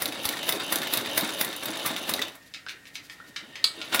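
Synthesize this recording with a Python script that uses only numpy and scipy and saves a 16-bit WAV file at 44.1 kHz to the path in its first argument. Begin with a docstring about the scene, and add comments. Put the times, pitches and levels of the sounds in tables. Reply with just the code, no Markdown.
"""An old sewing machine rattles on a wooden table, about four stitches a second, over faint room noise.
Each stitch is a steel clack, a sharp snap, a thud in the table and the hiss of sliding steel.
The machine coasts to a stop. While the fabric is moved come soft rustles, small clicks, two
drip-like plinks and one ringing metal click in the small room. Then the machine starts again."""
import sys
import numpy as np
from scipy import signal
from scipy.fft import rfft, irfft
from scipy.io import wavfile

SR = 44100
rng = np.random.default_rng(int(sys.argv[2]) if len(sys.argv) > 2 else 0)


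def inscribe(sig):
    """Save sig as 16-bit PCM at rate SR to the path in sys.argv[1].

    A 1-D sig is mono; a 2-D sig holds one channel per row.
    Samples are clipped to [-1, 1] before scaling.
    """
    pcm = np.round(np.clip(np.atleast_2d(sig).T, -1, 1) * 32767)
    wavfile.write(sys.argv[1], SR, pcm.astype(np.int16))


N = 176400
TIME = np.arange(N) / SR


def amp(db):
    """Turns decibels into gain."""
    return 10 ** (np.asarray(db) / 20)


def unit(x):
    """Scales to an average power of one."""
    return x / np.sqrt(np.mean(x ** 2) + 1e-20)


def curve(points, at):
    """Joins points with straight lines."""
    return np.interp(at, *np.transpose(points))


def spectrum(points, hz):
    """Joins points along a scale of octaves."""
    f, value = np.transpose(points)
    return np.interp(np.log(hz + 1), np.log(f), value)


def colour(x, points, resonances=()):
    """Gives a sound a broad tone colour, with ringing pitches on top."""
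    size = 8192
    hz = np.fft.rfftfreq(size, 1 / SR)
    peaks = sum((amp(db) - 1) / (1 + (2 * (hz - f) / width) ** 2) for f, width, db in resonances)
    gain = amp(spectrum(points, hz)) * (1 + peaks)
    # make the ringing come after each hit, never before
    cepstrum = irfft(np.log(np.maximum(gain, 1e-6)))[:size // 2]
    cepstrum[1:] *= 2
    ring = irfft(np.exp(rfft(cepstrum, size)))
    return signal.oaconvolve(x, ring / np.linalg.norm(ring))[:N]


def resonate(x, hz, width_hz):
    """Filters twice around one pitch, which may glide."""
    spin = np.exp(2j * np.pi * np.cumsum(hz * np.ones(len(x))) / SR)
    decay = np.exp(-np.pi * width_hz / SR)
    for _ in range(2):
        x = 2 * (spin * signal.lfilter([1 - decay], [1, -decay], x / spin + 1e-18)).real
    return x


def contact(hit_s, db, fade_s, rise_s=.0001, spike=3):
    """A brief chatter swells to one hard touch and dies away."""
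    shape = np.exp(-np.maximum((hit_s - TIME) / rise_s, (TIME - hit_s) / fade_s).clip(0, 60))
    chatter = rng.standard_normal(N)
    chatter[min(round(hit_s * SR), N - 1)] = spike
    return amp(db) * shape * chatter


def tone(start_s, hz, db, ring_s):
    """A struck note that falls 60 dB in ring_s."""
    t = np.maximum(TIME - start_s, 0)
    return amp(db - 60 * t / ring_s) * np.sin(2 * np.pi * hz * t)


def grains(per_s, spread_db):
    """Tiny random hits of uneven strength."""
    size = amp(spread_db * np.minimum(rng.exponential(1, N), 4))
    return unit(size * rng.choice([-1, 1], N) * (rng.random(N) < per_s / SR))


def flutter(hz, depth_db):
    """A quick random wavering of level."""
    slow = np.fft.rfftfreq(N, 1 / SR) < hz
    wobble = unit(irfft(rfft(rng.standard_normal(N)) * slow, N))
    return unit(amp(depth_db * wobble))


def jingle(per_s, spread_db, fade_s, count=24):
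    """Four loose parts are shaken, each ringing at its own pitches."""
    t = np.arange(3000) / SR
    shake = grains(per_s, spread_db)
    part = rng.integers(0, 4, N)
    out = np.zeros(N)
    for k in range(4):
        hz = np.geomspace(900, 15000, count)[:, None] * rng.uniform(.93, 1.07, (count, 1))
        notes = np.sin(2 * np.pi * hz * t) * np.sqrt(hz) * rng.choice([-1, 1], (count, 1))
        out += signal.oaconvolve(shake * (part == k), notes.sum(0) * np.exp(-t / fade_s))[:N]
    return unit(out)


# ringing of the table and iron frame: pitch_hz, width_hz, lift_db
BODY_RINGS = [(116, 21, 4), (181.3, 18, 7.5), (258, 38, 7), (338, 29, 6.5), (480, 19, 5), (557, 36, 5.5),
              (646, 17, 5.5), (741, 13, 3), (834, 15, 5), (1414, 30, 6), (1723, 45, 4.5), (2236, 80, 5),
              (3516, 82, 5.5), (3600, 77, 6), (3750, 64, 8), (3830, 87, 2)]
# ringing of the light steel parts: pitch_hz, width_hz, lift_db
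STEEL_RINGS = [(1850, 45, 3), (2030, 150, 4), (4600, 32, 2.5), (5250, 20, -8), (6006, 68, 5.5),
               (6460, 29, -7), (8000, 30, -13), (9730, 140, 8), (10500, 90, 1.5), (11160, 80, 4.5),
               (12000, 110, 0.5), (12700, 85, -3), (14200, 45, -9), (14200, 140, 6.5), (14300, 160, 3.5),
               (15000, 100, 0)]
def through_frame(x, tone_colour):
    """Table, frame and steel parts ring along with a sound."""
    return colour(x, tone_colour, BODY_RINGS + STEEL_RINGS)


# how hard the machine runs: time_s, level_db
EFFORT = [(0, -4), (.2, -2), (.5, 0), (.9, 0), (1.3, 1), (1.5, -3), (1.6, -5), (1.7, 0.5), (2.0, -1.5),
          (2.19, -2), (2.28, -5.5), (2.36, -23), (2.47, -38), (3.7, -15), (3.81, -7.5), (3.912, -12.5),
          (3.93, 1.5), (4, 1.5)]
def running():
    """Four noises rise and fall as the wheel turns, once a stitch."""
    outer_turns_per_s = 3.1  # before the first stitch and after the last
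    hits = [row[0] for row in STITCHES]
    turn = np.interp(TIME, hits, np.arange(len(hits)))
    turn = (turn + outer_turns_per_s * (TIME - np.clip(TIME, hits[0], hits[-1]))) % 1
    effort_db = curve(EFFORT, TIME)
    return sum(noise(turn, effort_db) for noise in (rumble, rattle, slide, fizz))


# rumble through one turn: turn_share (0 to 1), gain_db
RUMBLE_TURN = [(0, -4), (.08, -6), (.2, 1), (.32, -5), (.45, -6), (.7, -4), (.9, -6.5), (1, 1.5)]
# its colour: pitch_hz, gain_db
RUMBLE_COLOUR = [(25, -46), (50, -38), (100, -10), (170, -11), (290, 0), (420, -5), (600, -0.5),
                 (900, -5.5), (2000, -26.5), (16000, -70)]
def rumble(turn, effort_db):
    """Many tiny knocks shake the table."""
    knocks = grains(1500, 1.3) * amp(-35.5 + effort_db + curve(RUMBLE_TURN, turn))
    return through_frame(knocks, RUMBLE_COLOUR)


# rattle through one turn: turn_share, gain_db
LINKAGE_TURN = [(0, -0.5), (.12, 0.5), (.3, -0.5), (.42, -2.5), (.51, 1.5), (.62, -4.5), (.8, -6.5),
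                (.92, -5), (1, 4.5)]
# its colour: pitch_hz, gain_db
LINKAGE_COLOUR = [(100, -26.5), (500, -10), (900, -1.5), (1400, 0), (2000, -3.5), (2700, -2), (3800, -2.5),
                  (4800, -5), (6000, -16), (8000, -11), (16000, -39)]
def rattle(turn, effort_db):
    """Loose linkages tap and jingle."""
    taps = amp(-41) * grains(3000, 3.1) * flutter(hz=89, depth_db=3.5)
    taps += amp(-38) * jingle(per_s=300, spread_db=2.5, fade_s=.007)
    return through_frame(taps * amp(effort_db + curve(LINKAGE_TURN, turn)), LINKAGE_COLOUR)


# sliding through one turn: turn_share, gain_db
SCRAPE_TURN = [(0, -14), (.1, -8.5), (.5, -10.5), (.65, -3), (.76, 2), (.88, -2.5), (1, 3.5)]
# its colour: pitch_hz, gain_db
SCRAPE_COLOUR = [(300, -17), (2300, -21), (2700, 3.5), (3000, 6.5), (3300, -1), (3700, 6), (4300, -1.5),
                 (8000, -20), (16000, -38)]
# its squeal: turn_share, pitch_hz
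SQUEAL_PITCH = [(0, 2750), (.55, 2660), (.68, 3000), (.78, 2934), (.86, 3040), (.95, 2750), (1, 2860)]
def slide(turn, effort_db):
    """Sliding steel hisses and squeals."""
    scrape = rng.standard_normal(N) * flutter(hz=90, depth_db=1.5)
    hiss = amp(-41.5) * through_frame(scrape, SCRAPE_COLOUR)
    squeal = amp(-42.5) * unit(resonate(scrape, curve(SQUEAL_PITCH, turn), width_hz=700))
    return (hiss + squeal) * amp(effort_db + curve(SCRAPE_TURN, turn))


# fine chatter through one turn: turn_share, gain_db
CHATTER_TURN = [(0, -9), (.08, 2), (.14, -33), (.25, -1.5), (.4, -9), (.7, -9), (.9, -8), (.95, -5),
                (1, -7)]
# its colour: pitch_hz, gain_db
CHATTER_COLOUR = [(1000, -27), (5000, -0.5), (6500, 8), (8300, -14), (10400, 7.5), (12000, -4.5),
                  (14000, -0.5), (16000, -5)]
def fizz(turn, effort_db):
    """Fine, high chatter fades faster than the rest as the machine stops."""
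    chatter = amp(-44) * grains(11000, 1.3) * flutter(hz=111, depth_db=8)
    chatter += amp(-40.5) * jingle(per_s=600, spread_db=7, fade_s=.0013)
    return through_frame(chatter * amp(1.3 * effort_db + curve(CHATTER_TURN, turn)), CHATTER_COLOUR)


# colour of the room noise: pitch_hz, gain_db
AIR_COLOUR = [(24, -37), (40, -15), (189, -1), (231, -12), (276, 2.5), (329, -9), (491, -8.5), (790, -14),
              (1300, -16), (1810, -6), (2150, -10), (3740, -16), (7000, -19.5), (14100, -25), (16000, -25)]
# thin whine: time_s, level_db
WHINE_LEVEL = [(0, -72), (2.5, -62), (2.8, -61), (3.15, -64), (3.225, -48), (3.28, -63), (3.34, -57),
               (3.48, -64), (3.54, -49.5), (3.6, -44), (3.68, -57.5)]
# low hum: pitch_hz, level_db
HUM_NOTES = [(50, -71), (100, -72)]
def background():
    """Quiet room noise with a low hum and a thin, wavering whine."""
    whine = unit(resonate(rng.standard_normal(N), hz=1845, width_hz=70))
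    hum = sum(amp(db) * np.sin(2 * np.pi * hz * TIME) for hz, db in HUM_NOTES)
    air = amp(-56) * colour(rng.standard_normal(N), AIR_COLOUR)
    return air + amp(curve(WHINE_LEVEL, TIME)) * whine + hum


# the clack of each stitch: hit_s, level_db, fade_s, knock_db
STITCHES = [(.022, -22, 0.0046, -27), (.255, -20, 0.0051, -33), (.492, -17.5, 0.0053, -25.5),
            (.725, -20.5, 0.0078, -24.5), (.938, -16.5, 0.003, -26), (1.178, -17, 0.0054, -22),
            (1.413, -15, 0.0031, -29), (1.635, -32, 0.0034, -38), (1.862, -23.5, 0.012, -25),
            (2.095, -23, 0.0093, -27.5), (2.355, -59, .012, -45), (3.947, -26, 0.0098, -21)]
# colours of clack and knock: pitch_hz, gain_db
CLACK_COLOUR = [(100, -1), (600, -3.5), (2000, -4), (3600, 2.5), (5500, -1), (8000, -10.5), (9300, -5.5),
                (10300, 4), (12000, -1.5), (14200, 4), (16000, -2.5)]
KNOCK_COLOUR = [(30, -47), (80, -33), (250, -12), (600, 1), (800, 0.5), (1050, 4), (1500, -0.5),
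                (2100, 2.5), (3500, -18), (8000, -5)]
def clacks():
    """Steel strikes at each stitch, with a soft swish and a duller knock."""
    hits = sum(contact(s, db, fade, rise_s=.0015, spike=5.2) for s, db, fade, _ in STITCHES)
    swishes = sum(contact(s, db - 12.5, fade_s=.016, rise_s=.019) for s, db, _, _ in STITCHES)
    knocks = sum(contact(s, db, fade_s=.011, rise_s=.0041) for s, _, _, db in STITCHES)
    return through_frame(hits + swishes, CLACK_COLOUR) + through_frame(knocks, KNOCK_COLOUR)


# snaps of the mechanism: hit_s, level_db, treble_db
SNAPS = [(.057, -20, 2.5), (0.2901, -18.5, 2), (0.524, -19, 2), (.758, -22, 9), (0.973, -18, 3.5),
         (1.209, -22, 2), (1.447, -26.5, 9.5), (1.564, -35, 10.5), (1.6575, -29.5, 11), (2.138, -16, -1),
         (2.222, -20.5, -11), (3.995, -13.5, 0)]
# their colour: pitch_hz, gain_db
SNAP_COLOUR = [(100, -17), (1000, -11.5), (2800, 3), (4100, 11.5), (5200, 1.5), (8000, -6.5), (10500, 1.5),
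               (12500, 1), (14500, 1.5), (16000, -8.5)]
def snaps():
    """The mechanism snaps after the clack, sometimes bright, sometimes dull."""
    plain, scaled = np.zeros((2, N))
    for s, db, treble_db in SNAPS:
        hit = contact(s, db, fade_s=.0036, rise_s=.00033, spike=2.8)
        plain += hit
        scaled += hit * amp(treble_db)
    treble_share = np.clip((np.fft.rfftfreq(N, 1 / SR) - 4500) / 3000, 0, 1)
    treble_change = irfft(rfft(scaled - plain) * treble_share, N)
    return through_frame(plain + treble_change, SNAP_COLOUR)


# soft thumps in the table: peak_s, level_db, pitch_hz
THUMPS = [(.09, -37.5, 296), (.3, -39, 267), (.555, -33.5, 316), (.8, -38.5, 260), (.975, -47, 142),
          (1.019, -36.5, 304), (1.231, -32.5, 245), (1.487, -38, 320), (1.705, -41.5, 303),
          (1.911, -37, 265), (2.122, -40, 247), (2.195, -41, 322), (2.736, -55, 350), (3.01, -57, 185),
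          (3.291, -53, 246), (3.435, -51.5, 227), (3.484, -53, 274), (3.781, -45, 270)]
def thumps():
    """Short pushes from the drive and the hand boom in the wood."""
    rise_s = .0121
    out, t = np.zeros(N), np.arange(SR // 6) / SR
    shape = t / rise_s * np.exp(1 - t / rise_s)
    for s, db, hz in THUMPS:
        boom = shape * resonate(rng.standard_normal(len(t)), hz, width_hz=170)
        boom *= amp(db) * np.linalg.norm(shape) / np.linalg.norm(boom)
        place = out[round((s - rise_s) * SR):][:len(t)]
        place += boom[:len(place)]
    return out


# ticks of the linkages: hit_s, level_db
TICKS = [(.123, -30.5), (.337, -37), (0.37, -32), (0.43, -27.5), (0.6, -31), (.818, -27), (0.832, -24.5),
         (0.872, -25.5), (1.015, -42), (1.06, -28.5), (1.097, -32), (1.247, -34), (1.291, -27),
         (1.529, -30), (1.7335, -36), (1.753, -38), (1.797, -30.5), (1.964, -24.5), (2.1928, -28),
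         (2.218, -22), (2.282, -34.5), (3.924, -33), (3.946, -19.5), (3.959, -23)]
# their colour: pitch_hz, gain_db
TICK_COLOUR = [(100, -22.5), (700, -4.5), (1900, 0), (2600, 2.5), (3700, 2), (5000, -2.5), (8000, -11),
               (11000, -9), (16000, -9)]
def ticks():
    """The linkages touch lightly."""
    hits = sum(contact(s, db, fade_s=.0053, rise_s=.00057) for s, db in TICKS)
    return through_frame(hits, TICK_COLOUR)


# single loose parts: start_s, pitch_hz, level_db, ring_s
PINGS = [(.337, 1850, -27.5, 0.047), (.829, 1736, -30, .06), (1.437, 1910, -29, 0.05),
         (1.851, 1175, -29.5, 0.11), (2.1926, 1954, -24.5, 0.06), (3.813, 1416, -41, 0.53),
         (3.945, 1424, -22.5, 0.12)]
def pings():
    """A loose steel part is knocked and rings at one pitch."""
    return sum(tone(*ping) for ping in PINGS)


# cloth brushing under the hand: peak_s, level_db, half_length_s
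RUSTLES = [(2.34, -56, 0.017), (2.432, -58, .008), (2.473, -56, .015), (2.708, -49.5, 0.019),
           (2.879, -51.5, .012), (2.957, -46, 0.015), (3.053, -52.5, 0.02), (3.13, -53, .02),
           (3.287, -54, .018)]
# its colour: pitch_hz, gain_db
CLOTH_COLOUR = [(300, -25), (2000, -2), (4500, 5), (8000, -3), (13000, -3), (16000, -10)]
def fabric():
    """Fibres catch and let go as the cloth is pushed along."""
    strokes = sum(amp(db) * np.exp(-((TIME - s) / half) ** 2) for s, db, half in RUSTLES)
    return colour(grains(9000, 1.6) * strokes, CLOTH_COLOUR)


# clicks in the pause: hit_s, relative_db, fade_s, pitch_hz
CLICKS = [(2.539, -32.5, 0.0023, 3500), (2.545, -34.5, 0.0041, 2580), (2.6647, -38.5, .001, 3900),
          (2.686, -34, 0.0032, 3800), (2.694, -34, 0.0037, 2470), (2.855, -41.5, 0.0019, 2000),
          (2.87, -48, 0.0037, 2600), (2.955, -30, 0.0032, 4140), (3.098, -34.5, 0.0025, 2050),
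          (3.362, -27.5, 0.0009, 1390), (3.365, -28.5, 0.0022, 3020), (3.556, -34, 0.0055, 2350),
          (3.816, -26.5, 0.00087, 2740), (3.820, -33, 0.00044, 3350)]
# their colour: pitch_hz, gain_db
CLICK_COLOUR = [(100, -30), (800, -19), (1400, -6), (2300, 1), (3500, -2), (5000, -3.5), (7000, -13),
                (11000, -24), (16000, -30)]
def small_clicks():
    """Light, dull clicks, each a little hollow at its own pitch."""
    out = np.zeros(N)
    for s, db, fade, hz in CLICKS:
        click = contact(s, db, fade, spike=5.2)
        hollow = signal.lfilter(*signal.iirpeak(hz, 2, fs=SR), click)
        out += click + amp(-3) * hollow
    return amp(-2) * colour(out, CLICK_COLOUR)


# drip-like notes in two clusters: start_s, pitch_hz, level_db
PLINKS = [(2.6653, 1496, -29), (2.672, 1566, -31), (2.691, 1570, -38), (3.2015, 1350, -35.5),
          (3.210, 1470, -42)]
def plinks():
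    """Short notes rise in pitch as they die."""
    fade_s, rise_per_s = .0055, 8.2
    out = np.zeros(N)
    for s, hz, db in PLINKS:
        t = np.clip(TIME - s, 0, .1)
        cycles = hz * (t + rise_per_s * t ** 2 / 2)
        out += amp(db) * np.exp(-t / fade_s) * np.sin(2 * np.pi * cycles)
    return out


# the loud metal click and its bounce: hit_s, level_db
METAL_HITS = [(3.642, -11), (3.6442, -15.5)]
# its colour: pitch_hz, gain_db
METAL_COLOUR = [(100, -38), (400, -23), (950, -22), (1280, -12), (1700, -20.5), (3000, -13), (3700, -2),
                (4700, -0.5), (5600, -19), (10000, -20), (11500, -28), (14000, -25), (16000, -36)]
# its ringing notes: pitch_hz, relative_db, ring_s
METAL_NOTES = [(2260, -5.5, 0.32), (3820, 0, .19), (4000, -13, 0.2), (4600, -8, 0.3), (4640, -10, 0.23),
               (6700, -13, 0.25), (7725, -8, 0.27), (8274, -9, 0.3), (9232, -8, 0.25), (10310, -10, 0.2)]
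def metal_click():
    """A steel part snaps home, bounces once and rings."""
    hits = sum(contact(s, db, fade_s=.0029, spike=2.4) for s, db in METAL_HITS)
    ring = sum(tone(METAL_HITS[0][0], *note) for note in METAL_NOTES)
    return room(colour(hits, METAL_COLOUR), echo_db=-5) + amp(-31) * ring


# time the room's echo takes to fall 60 dB: pitch_hz, ring_s
ROOM_RING = [(100, 0.14), (1000, 0.49), (2600, 0.24), (7000, 0.19), (16000, 0.19)]
def room(x, echo_db, rise_s=.0036):
    """Adds a soft echo in which the middle pitches last longest."""
    hz, t, bands = signal.stft(rng.standard_normal(SR // 2), SR, nperseg=256)
    bands *= amp(-60 * t / spectrum(ROOM_RING, hz)[:, None])
    tail = signal.istft(bands, SR, nperseg=256)[1]
    tail *= np.minimum(np.arange(len(tail)) / SR / rise_s, 1)
    return x + amp(echo_db) * signal.oaconvolve(x, tail / np.linalg.norm(tail))[:N]


def scene():
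    """The machine close by, the small clicks further into the room."""
    strikes = room(clacks() + snaps() + ticks() + pings(), echo_db=-7)
    motion = room(running() + thumps() + fabric(), echo_db=-10.5)
    pause = room(small_clicks(), echo_db=1.5) + room(plinks(), echo_db=-7) + metal_click()
    return (strikes + motion + pause + background())[None]


def record(dry):
    """Trims the deepest rumble and the highest treble."""
    low_hz, high_hz = 52, 16000
    thin = signal.sosfilt(signal.butter(4, low_hz, "high", fs=SR, output="sos"), dry)
    treble_cut = signal.firwin(401, high_hz, window=("kaiser", 9), fs=SR)
    return signal.oaconvolve(thin, treble_cut[None], "same")


dry = scene()
out = record(dry)
inscribe(out)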